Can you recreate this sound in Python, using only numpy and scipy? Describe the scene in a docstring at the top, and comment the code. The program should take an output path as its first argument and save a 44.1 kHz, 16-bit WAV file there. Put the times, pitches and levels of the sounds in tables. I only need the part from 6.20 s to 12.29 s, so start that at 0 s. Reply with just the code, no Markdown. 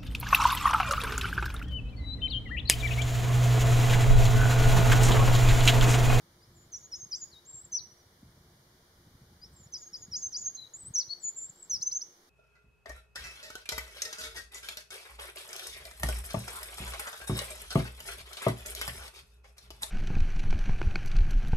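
"""Wren in open woodland

A wren whistles two phrases of quick notes from a dead branch: nearly pure tones on drawn curves.
Delayed copies and tails of random taps stand for echoes off the branch and the trunks.
Light wind, made of lumpy low noise and single thumps, buffets the microphone over a far drone.
The camera adds shaped hiss, a faint whine of steady tones and two notch filters."""
import sys
import numpy as np
from scipy import signal
from scipy.fft import rfft, irfft, next_fast_len
from scipy.io import wavfile
from scipy.ndimage import uniform_filter1d

SR = 44100
rng = np.random.default_rng(int(sys.argv[2]) if len(sys.argv) > 2 else 0)


def dump(signal):
    """Clip the signal to [-1, 1] and save it as 16-bit WAV at the path in sys.argv[1]."""
    limited = np.clip(np.atleast_2d(signal).T, -1, 1)
    pcm = np.round(limited * 32767).astype(np.int16)
    wavfile.write(sys.argv[1], SR, pcm)


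N = 268745  # length in samples


def gain_of(db):
    """Turns dB into a factor."""
    return 10 ** (np.asarray(db) / 20)


def evened(x):
    """Scales to rms 1."""
    return x / np.sqrt(np.mean(x ** 2) + 1e-20)


def read(points, hz):
    """Reads a curve of pitch between its points, on a log-frequency axis."""
    f, value = np.transpose(points)
    return np.interp(np.log(hz + 1), np.log(f + 1), value)


def coloured(points, channels):
    """Steady noise with the given spectrum, rms 1."""
    size = next_fast_len(N)
    shape = gain_of(read(points, np.fft.rfftfreq(size, 1 / SR)))
    white = rng.standard_normal((channels, size))
    return evened(irfft(rfft(white) * shape, size)[:, :N])


def wobble(seconds, size):
    """Random curve of rms about 1 that changes over the given time."""
    span = max(round(seconds * SR), 2)
    smooth = uniform_filter1d(uniform_filter1d(rng.standard_normal(size), span), span)
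    return smooth * np.sqrt(1.5 * span)  # makes up for what the smoothing took away


def grain(s, hz, db, half_s):
    """A short bell-shaped burst of tone centred at s."""
    t = np.arange(N) / SR - s
    bell = np.exp(-(t / half_s) ** 2)
    return gain_of(db) * bell * np.sin(2 * np.pi * (hz * t + rng.random()))


# Colour of the hiss: pitch_hz, relative level_db (per Hz)
HISS_COLOUR = [(100, -27.5), (500, -1), (1000, 2.5), (1900, 1.5), (3500, -0.5), (5500, -1.5), (7000, -4),
               (9000, -7), (12000, -7.5), (15500, -11.5)]
HISS_DB = -64
# Steady tones of the whine: multiple (of WHINE_HZ), level_db
WHINE_TONES = [(2, -91), (3, -94), (4, -89), (5, -90), (9, -92), (10, -116), (11, -102), (12, -102)]
WHINE_HZ = 1170.4


def camera():
    """Own hiss of each channel and a steady whine of the electronics."""
    t = np.arange(N) / SR
    whine = np.zeros(N)
    for multiple, db in WHINE_TONES:
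        whine += gain_of(db) * np.sin(2 * np.pi * (multiple * WHINE_HZ * t + rng.random()))
    return gain_of(HISS_DB) * coloured(HISS_COLOUR, channels=2) + np.sqrt(2) * whine


# Colour of the far rumble: pitch_hz, relative level_db (per Hz)
RUMBLE_COLOUR = [(20, -2.5), (40, -6.5), (100, -13), (250, -3.5), (450, -3.5), (700, -7.5), (1200, -16),
                 (2500, -42.5)]
RUMBLE_DB = -71
# Far wavering tones: pitch_hz, width_hz, level_db
DRONE_TONES = [(351.3, 14.5, -76), (444.4, 14, -84.5)]


def distance():
    """Far rumble and narrow tones wavering at random, the same on both sides."""
    t = np.arange(N) / SR
    out = gain_of(RUMBLE_DB) * coloured(RUMBLE_COLOUR, channels=1)
    for hz, width_hz, db in DRONE_TONES:
        drift = wobble(.5 / width_hz, N) + 1j * wobble(.5 / width_hz, N)
        out = out + gain_of(db) * (drift * np.exp(2j * np.pi * hz * t)).real
    return out


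# Rise and fall of the wind: time_s, level_db
GUST_LEVELS = [(0.0, -66), (0.1, -68), (0.44, -58.5), (0.51, -67), (0.85, -61.5), (1.27, -70), (1.68, -66),
               (1.85, -74), (2.05, -58.5), (2.71, -69.5), (2.76, -61), (3.31, -58), (3.71, -70),
               (3.87, -59.5), (4.54, -72), (4.68, -55), (4.82, -77.5), (4.9, -73.5), (5.29, -72),
               (5.44, -76), (5.56, -63), (5.68, -73), (6.09, -83)]
# Colour of the buffeting: pitch_hz, relative level_db (per Hz)
BUFFET_COLOUR = [(15, -20), (30, -15.5), (60, -0.5), (100, 0), (170, -4), (260, -13.5), (400, -23.5),
                 (800, -50)]
# Strongest single eddies: start_s (the peak comes rise_s later), peak_db, pitch_hz
EDDY_THUMPS = [(0.283, -56.5, 80.7), (0.419, -55, 132), (0.571, -62, 127), (0.821, -47.5, 123),
               (1.336, -52, 120), (1.433, -53.5, 94.2), (1.597, -52, 129), (1.722, -55.5, 118),
               (1.856, -56, 99), (2.02, -43.5, 214), (2.839, -57, 95), (3.12, -53, 134), (3.319, -53, 110),
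               (3.455, -47.5, 133), (3.874, -46.5, 180), (4.253, -59, 129), (4.696, -45, 143),
               (4.872, -53.5, 113), (5.041, -56.5, 136), (5.29, -50.5, 144), (5.492, -54, 139),
               (5.593, -52, 145)]


def wind(lumpy_db=3, lump_s=0.014, cycles=0.72, rise_s=0.012):
    """Eddies press on both ports alike: short lumps riding on the gusts, and single thumps."""
    s, db = np.transpose(GUST_LEVELS)
    gusts = gain_of(np.interp(np.arange(N) / SR, s, db))
    lumps = evened(coloured(BUFFET_COLOUR, channels=1) * gain_of(lumpy_db * wobble(lump_s, N)))
    thumps = sum(grain(at + rise_s, hz, peak_db, cycles / hz) for at, peak_db, hz in EDDY_THUMPS)
    return lumps * gusts + thumps


# How long the scattered sound lasts: pitch_hz, time_s (to fall by 60 dB, before the early lift)
TAIL_TIMES = [(3500, 0.7), (5000, 0.69), (6500, 0.48), (8500, 0.09)]
# Scattered sound against the direct sound: pitch_hz, level_db
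TAIL_LEVELS = [(3500, -11.5), (5000, -11.5), (6200, -10), (7200, -10), (8500, -4)]


def wood(x, first_s=0.00071, near_db=6, near_s=0.041, alike=0.38, turn_s=0.08):
    """Sparse taps of random sign; three tails take turns as leaves and head move."""
    size, out = SR // 2, np.zeros((2, N))
    spacing = 20  # one tap in every 20 samples
    turn = np.pi * np.arange(N) / SR / turn_s
    for k in range(3):
        taps = np.zeros((3, size))
        jitter = rng.integers(0, spacing, (3, (size - 1) // spacing))
        at = np.arange(0, size - spacing, spacing) + jitter
        np.put_along_axis(taps, at, rng.choice([-1., 1.], at.shape), 1)
        # the third row is shared, so the two sides are partly alike
        taps = alike * taps[2] + np.sqrt(1 - min(alike, 1) ** 2) * taps[:2]
        hz, t, z = signal.stft(taps, SR, nperseg=256)
        decay_db = -60 * t / read(TAIL_TIMES, hz)[:, None]
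        # near branches answer loudest
        shape = gain_of(decay_db + near_db * np.exp(-(t / near_s) ** 4))
        # even out each pitch band, then set its level
        energy = (shape ** 2).sum(1, keepdims=True) * 128 / spacing
        shape *= gain_of(read(TAIL_LEVELS, hz))[:, None] / np.sqrt(energy)
        tail = signal.istft(z * shape, SR, nperseg=256)[1]
        tail *= np.arange(tail.shape[1]) / SR > first_s
        # the three windows together keep the power steady
        window = np.sqrt(8 / 9) * np.cos(turn + k * np.pi / 3) ** 2
        out += signal.oaconvolve((x * window)[None], tail, axes=1)[:, :N]
    return out


# Echoes off the perch and near trunks: delay_s, left_db, right_db
NEAR_ECHOES = [(.0025, -26.5, -24.5), (.0098, -25, -12.5), (.029, -23.5, -28.5)]


def echoes(x):
    """Single reflections from hard wood close to the bird."""
    out = np.zeros((2, N))
    for delay_s, left_db, right_db in NEAR_ECHOES:
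        late = round(delay_s * SR)
        out[:, late:] += gain_of([[left_db], [right_db]]) * x[:N - late]
    return out


# Louder side of the microphone: pitch_hz, left_minus_right_db
PORT_LEVELS = [(3800, 8), (4400, 4), (5000, 1.5), (6000, -3), (7000, 0), (8000, 0)]
# Later side of the microphone: pitch_hz, left_lag_rad
PORT_LAGS = [(3800, 0.05), (4400, 0.11), (5000, 0.99), (6000, 0.7), (7000, 1), (8000, .25)]


def ports(x):
    """The two microphone ports hear the bird with a level and phase offset that depend on pitch."""
    size = next_fast_len(N)
    hz = np.fft.rfftfreq(size, 1 / SR)
    side = np.array([[.5], [-.5]])
    offset = gain_of(side * read(PORT_LEVELS, hz)) * np.exp(-1j * side * read(PORT_LAGS, hz))
    return irfft(rfft(x, size) * offset, size)[:, :N]


THIRD_DB = -56  # third harmonic against the whistle at 3900 Hz; weaker above, gone from 5200 Hz


def whistle(rows, octave_db, waver_hz=20, low_hz=5200, tilt_db=25, pure_hz=6000, pure_db=150,
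            flutter_db=0.77, flutter_s=0.0027):
    """One note: a nearly pure tone of the syrinx with faint overtones and a slight tremor."""
    s, hz, db = np.transpose(rows)
    t = np.arange(s[0], s[-1], 1 / SR)
    pitch = uniform_filter1d(np.interp(t, s, hz), size=150, mode="nearest")
    pitch = pitch + waver_hz * wobble(0.0025, len(t))
    turn = 2 * np.pi * np.cumsum(pitch) / SR
    # low pitches are less pure: both overtones weaken as the pitch rises
    third = gain_of(THIRD_DB) * np.clip(1 - pitch / low_hz, 0, 1) * 4
    tilt = tilt_db * np.log2(pitch / low_hz)
    extra_tilt = pure_db * np.maximum(np.log2(pitch / pure_hz), 0)
    octave = gain_of(octave_db - tilt - extra_tilt)
    tone = np.sin(turn) + octave * np.sin(2 * turn) + third * np.sin(3 * turn)
    fade = np.clip(np.minimum(t - s[0], s[-1] - t) / .0025, 0, 1)  # soft 2.5 ms ends
    curve_db = uniform_filter1d(np.interp(t, s, db), size=90, mode="nearest")
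    level = gain_of(curve_db + flutter_db * wobble(flutter_s, len(t)))
    return np.sqrt(2) * level * np.sin(fade * np.pi / 2) ** 2 * tone


# First note of a phrase: start_s, length_s, low_hz, top_hz, peak_db,
# early_share (of the rise done at the peak)
OPENING_NOTES = [(0.211, .052, 4520, 5730, -61, .4), (3.214, 0.053, 4690, 5930, -46, 0.263)]
OPEN_PEAK, OPEN_START_DB, OPEN_END_DB = .45, -15, -18  # share of length at the peak; dB against it


def opener(start, length, low_hz, top_hz, db, early):
    """A soft note that swells, sliding up, and fades as it slides on."""
    return [(start, low_hz, db + OPEN_START_DB),
            (start + OPEN_PEAK * length, low_hz + early * (top_hz - low_hz), db),
            (start + length, top_hz, db + OPEN_END_DB)]


# Swelling notes that bend a little: start_s, length_s, pitch_hz, bend_hz, first_db, peak_db,
# peak_share (of the length at the peak)
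SWELLING_NOTES = [(4.346, 0.02, 6480, -200, -53, -35.5, 0.36), (5.657, 0.028, 6104, 147, -42, -23.5, 0.72),
                  (5.747, .033, 6170, 450, -34.5, -28, 0.725)]
PIP_END_DB, PIP_SWELL = -9, .6  # dB against the peak; share of the swell done halfway to the peak


def pip(start, length, hz, lift_hz, first_db, db, share):
    """A short note that swells on one pitch, then bends."""
    return [(start, hz, first_db),
            (start + share / 2 * length, hz, first_db + PIP_SWELL * (db - first_db)),
            (start + share * length, hz + lift_hz / 2, db),
            (start + length, hz + lift_hz, db + PIP_END_DB)]


WHIP_RISE, FLICK_START_DB, FLICK_END_DB = 0.75, -32, -10  # share of rise; dB against whip, peak


def flick(start, length, low_hz, top_hz, db, share, whip_db, near_top=.93, crouch=0.221,
          crouch_rise=0.165):
    """A whip upward from a slow start that levels out, loudest near its top."""
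    span = top_hz - low_hz
    return [(start, low_hz, whip_db + FLICK_START_DB),
            (start + crouch * length, low_hz + crouch_rise * span, whip_db + FLICK_START_DB / 2),
            (start + share * length, low_hz + WHIP_RISE * span, whip_db),
            (start + (share + 0.8) / 2 * length, low_hz + near_top * span, (db + whip_db) / 2),
            (start + 0.84 * length, top_hz, db),
            (start + length, top_hz, db + FLICK_END_DB)]


KNEE_HZ = 6430  # pitch where the climb ends and the leap begins
ROUND_S = 0.00348  # half the time spent turning in the trough
ATTACK_SHARE = 0.51  # full level after this share of linger and dive
DROP_SHARE, DROP_DONE = 0.62, .62  # share of the drop's time, and of its fall done by then
FLICK_S, RELEASE_DB = .011, -20  # last flick up, and its end against the shelf's end


def swoop(start, linger, dive, climb, leap, crest, drop, shelf,
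          start_hz, low_hz, leap_hz, top_hz, shelf_hz, end_hz,
          first_db, dive_db, trough_db, climb_db, crest_db, early_db, late_db):
    """Linger, dive, climb, leap to a faint crest, drop to a held shelf, last flick up."""
    steps = [linger, dive, climb, leap, crest, drop, shelf]
    tip, low, knee, up, top, held, end = start + np.cumsum(steps)
    full = max(start + ATTACK_SHARE * (linger + dive), tip + .001)
    tip_db = dive_db + (first_db - dive_db) * (full - tip) / (full - start)
    full_hz = start_hz + (low_hz - start_hz) * (full - tip) / dive
    drop_hz = top_hz + DROP_DONE * (shelf_hz - top_hz)
    return [(start, start_hz, first_db), (tip, start_hz, tip_db), (full, full_hz, dive_db),
            (low - ROUND_S, low_hz, trough_db), (low + ROUND_S, low_hz, trough_db),
            (knee, KNEE_HZ, climb_db), (up, leap_hz, crest_db), (top, top_hz, crest_db),
            (top + DROP_SHARE * drop, drop_hz, (crest_db + early_db) / 2),
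            (held, shelf_hz, early_db), (max(end - 2 * FLICK_S, held + .001), shelf_hz, late_db),
            (end - FLICK_S / 2, end_hz, late_db), (end, end_hz, late_db + RELEASE_DB)]


# Swooping notes: start_s; lengths linger_s, dive_s, climb_s, leap_s, crest_s, drop_s, shelf_s;
# pitches start_hz, trough_hz, crest_start_hz, crest_end_hz, shelf_hz, end_hz;
# levels start_db, dive_db, trough_db, climb_top_db, crest_db, shelf_start_db, shelf_end_db
SWOOPING_NOTES = [ (0.517, .003, 0.029, 0.015, 0.013, 0.017, 0.03, 0.045, 6620, 5700, 7200, 7250, 6520, 6770, -63, -40, -39, -42, -58.5, -59, -50.5),
                  (0.714, 0.0077, 0.016, 0.024, .013, 0.012, 0.015, 0.054, 5740, 5040, 6850, 6950, 6330, 6490, -56, -41.5, -36.5, -44.5, -57, -49, -44),
                  (0.907, 0.0038, 0.025, 0.028, 0.008, 0.029, 0.019, 0.033, 6170, 4763, 7350, 7590, 6720, 6840, -56, -36.5, -34, -39, -49.5, -41.5, -39),
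                  (3.521, 0.015, .022, .021, 0.0086, 0.013, 0.043, 0.044, 6170, 4840, 7180, 7200, 6440, 6620, -57, -35.5, -39.5, -51, -55, -37.5, -47.5),
                  (3.729, 0.0059, .019, 0.018, 0.0133, 0.0116, 0.033, 0.031, 5650, 4815, 7190, 7260, 6650, 6690, -53, -39, -40, -51.5, -61, -43.5, -49.5),
                  (3.912, 0.0093, 0.024, 0.023, 0.012, 0.018, 0.036, 0.043, 5720, 4833, 6820, 7040, 6225, 6370, -58, -37.5, -34.5, -31.5, -43.5, -34.5, -34),
                  (4.121, .003, .026, .024, 0.0064, .026, 0.048, 0.035, 6310, 4686, 6880, 7070, 6330, 6690, -48, -32, -35, -32, -39, -38, -30.5),
                  ]
# Upward whips: start_s, length_s, low_hz, top_hz, peak_db, steep_share (of the length, where the
# steep part ends), steep_end_db, overtone_lift_db
WHIPPED_NOTES = [(5.61, .027, 3940, 6230, -26, 0.55, -30.5, 25),
                 (5.709, .026, 3890, 6110, -29, 0.41, -34, 26),
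                 (5.806, 0.025, 4170, 6000, -33.5, .5, -36, 19)]
# Free whistles, one curve a note: time_s, pitch_hz, level_db
FREE_NOTES = [
    [(0.338, 7500, -73), (0.37, 7250, -59), (0.383, 6970, -63), (0.414, 7080, -61), (0.448, 7060, -63),
     (0.46, 7050, -69)],
    [(1.113, 4430, -59), (1.122, 4700, -64.5), (1.13, 4200, -54), (1.147, 3820, -58.5),
     (1.173, 3716, -53.5), (1.186, 3900, -58), (1.198, 3860, -62), (1.204, 3430, -79.5)],
    [(1.251, 6200, -62), (1.262, 7000, -57), (1.272, 7450, -48.5), (1.305, 7390, -39), (1.32, 7655, -46),
     (1.344, 7370, -38.5), (1.359, 7510, -36), (1.397, 7510, -40.5), (1.407, 7610, -35),
     (1.416, 7920, -38.5), (1.43, 7680, -53), (1.447, 7600, -34), (1.462, 6980, -60)],
    [(1.516, 6060, -59), (1.529, 6240, -34), (1.541, 5870, -35.5), (1.553, 5838, -25), (1.573, 5860, -30.5),
     (1.583, 5020, -41), (1.596, 4120, -44), (1.603, 3760, -57), (1.609, 4100, -46), (1.613, 4630, -58.5)],
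    [(3.325, 8480, -73), (3.343, 8000, -61), (3.35, 7560, -78), (3.364, 7470, -52), (3.396, 7330, -59),
     (3.409, 7200, -53), (3.425, 7230, -58), (3.444, 6800, -55), (3.469, 7300, -63)],
    [(4.366, 4250, -58), (4.377, 4060, -50.5), (4.395, 4055, -43.5), (4.41, 3795, -54), (4.419, 4110, -47),
     (4.445, 3815, -52.5), (4.455, 3860, -46), (4.464, 3680, -71), (4.468, 3990, -54), (4.475, 4000, -54.5),
     (4.478, 3970, -67)],
    [(4.534, 6760, -60.5), (4.539, 6690, -42), (4.576, 7670, -41), (4.602, 8200, -47.5),
     (4.631, 7800, -37.5), (4.645, 7720, -34.5), (4.668, 7980, -38), (4.686, 8340, -44.5),
     (4.705, 8240, -69)],
    [(4.737, 6840, -45.5), (4.757, 6070, -24.5), (4.764, 5606, -27.5), (4.771, 5630, -29),
     (4.785, 6050, -26), (4.794, 6010, -25.5), (4.801, 5540, -31), (4.816, 4500, -38), (4.825, 4200, -53),
     (4.831, 4140, -52), (4.837, 3470, -64)],
    [(4.892, 4120, -50), (4.902, 4330, -42.5), (4.911, 4456, -34), (4.921, 4330, -40.5), (4.934, 4460, -33),
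     (4.939, 4300, -40)],
    [(4.994, 7930, -58), (5.009, 7790, -42.5), (5.028, 7240, -50), (5.036, 7080, -39), (5.043, 7020, -31.5),
     (5.063, 6843, -36), (5.092, 6990, -29), (5.099, 7350, -36), (5.106, 7280, -44), (5.109, 6700, -57)],
    [(5.157, 7850, -47), (5.165, 7370, -36), (5.187, 7190, -34.5), (5.206, 7200, -38), (5.233, 7090, -36.5),
     (5.258, 7550, -33), (5.283, 7550, -44), (5.294, 7600, -33.5), (5.304, 6660, -51)],
    [(5.351, 7260, -66), (5.362, 7600, -42), (5.384, 7430, -58.5), (5.394, 7700, -41), (5.406, 7920, -43),
     (5.417, 7750, -58), (5.427, 7450, -35), (5.435, 7750, -26), (5.447, 7490, -43.5), (5.455, 6600, -64)],
    [(5.496, 6430, -41), (5.503, 6440, -34), (5.513, 5980, -28), (5.524, 5833, -33), (5.531, 5850, -30),
     (5.543, 5630, -29.5), (5.567, 4900, -37.5), (5.574, 4040, -67)],
]
# As the head turns: time_s, left_minus_right_db, octave_db (overtone under the whistle at 5200 Hz)
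HEAD_TURNS = [(0.2, 2, -50), (0.52, 1.5, -50), (0.91, 2.5, -44), (1.12, -2.5, -50), (1.25, 1.5, -63),
              (1.52, 2, -48), (3.2, 2.5, -54), (3.33, 0, -50), (3.73, 2, -42), (4.12, 1.5, -56),
              (4.36, -1.5, -53), (4.74, 3.5, -49), (5.0, 4, -45), (5.16, 0, -55), (5.35, 1.1, -55),
              (5.5, 2.5, -29.5), (5.65, 3, -64), (5.82, 1.5, -54)]
# Brief dips of the voice inside a note: time_s, depth_db, half_length_s
VOICE_CATCHES = [(0.585, -8, .004), (0.966, -10, .003), (1.048, -15, .003), (1.317, -3, .005),
                 (1.362, -5, .003), (1.409, -10, .002), (3.651, -19, 0.013), (3.788, -8, .004),
                 (3.819, -6, .005), (3.844, -5, .005), (3.93, -3, 0.0034), (4.012, -10, 0.0098),
                 (4.055, -3, 0.0047), (4.139, -8.5, 0.0076), (4.18, -4, 0.004), (4.206, -19, 0.0037),
                 (4.239, -9, 0.007), (4.453, -16, .002), (4.582, -5, .003), (4.643, -11, 0.0033),
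                 (5.098, -4, 0.0019), (5.368, -12, 0.0028)]
# Short ticks in and around the notes: time_s, pitch_hz, peak_db, half_length_s
SHORT_TICKS = [(3.473, 5540, -52.5, .0012), (4.365, 5260, -49, 0.0008), (4.888, 4180, -50, 0.0051),
               (5.613, 6900, -41.5, 0.00081), (5.73, 7090, -44, 0.0048)]


def song():
    """All notes, each leaning left or right, with their catches, and the ticks."""
    out = np.zeros((2, N))
    s, leans, octaves = np.transpose(HEAD_TURNS)
    curves = [swoop(*row) for row in SWOOPING_NOTES]
    curves += [opener(*row) for row in OPENING_NOTES]
    curves += [pip(*row) for row in SWELLING_NOTES]
    notes = [(rows, 0) for rows in curves + list(FREE_NOTES)]
    notes += [(flick(*row[:-1]), row[-1]) for row in WHIPPED_NOTES]
    for rows, extra_db in notes:
        at = rows[0][0]
        note = whistle(rows, np.interp(at, s, octaves) + extra_db)
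        start = round(at * SR)
        lean_db = np.interp(at, s, leans)
        out[:, start:start + len(note)] += note * gain_of([[lean_db / 2], [-lean_db / 2]])
    t = np.arange(N) / SR
    dips_db = sum(db * np.exp(-((t - at) / half_s) ** 2) for at, db, half_s in VOICE_CATCHES)
    ticks = sum(grain(*row) for row in SHORT_TICKS)
    return out * gain_of(dips_db) + ticks


def scene():
    """Camera noise, distance, wind, and the bird with its echoes."""
    bird = song()
    middle = bird.mean(0)
    heard = ports(bird + echoes(middle) + wood(middle))
    return camera() + distance() + wind() + heard


# Notch filters: pitch_hz, width_hz
NOTCH_FILTERS = [(2615, 984), (7695, 1190)]
EDGE_HZ = 15680  # upper band limit


def record(dry):
    """Two notch filters, then the band limit."""
    out = dry
    for hz, width_hz in NOTCH_FILTERS:
        out = signal.lfilter(*signal.iirnotch(hz, hz / width_hz, SR), out)
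    low_pass = signal.firwin(511, EDGE_HZ, window=("kaiser", 9), fs=SR)
    return signal.oaconvolve(out, low_pass[None], "same")


dry = scene()
out = record(dry)
dump(out)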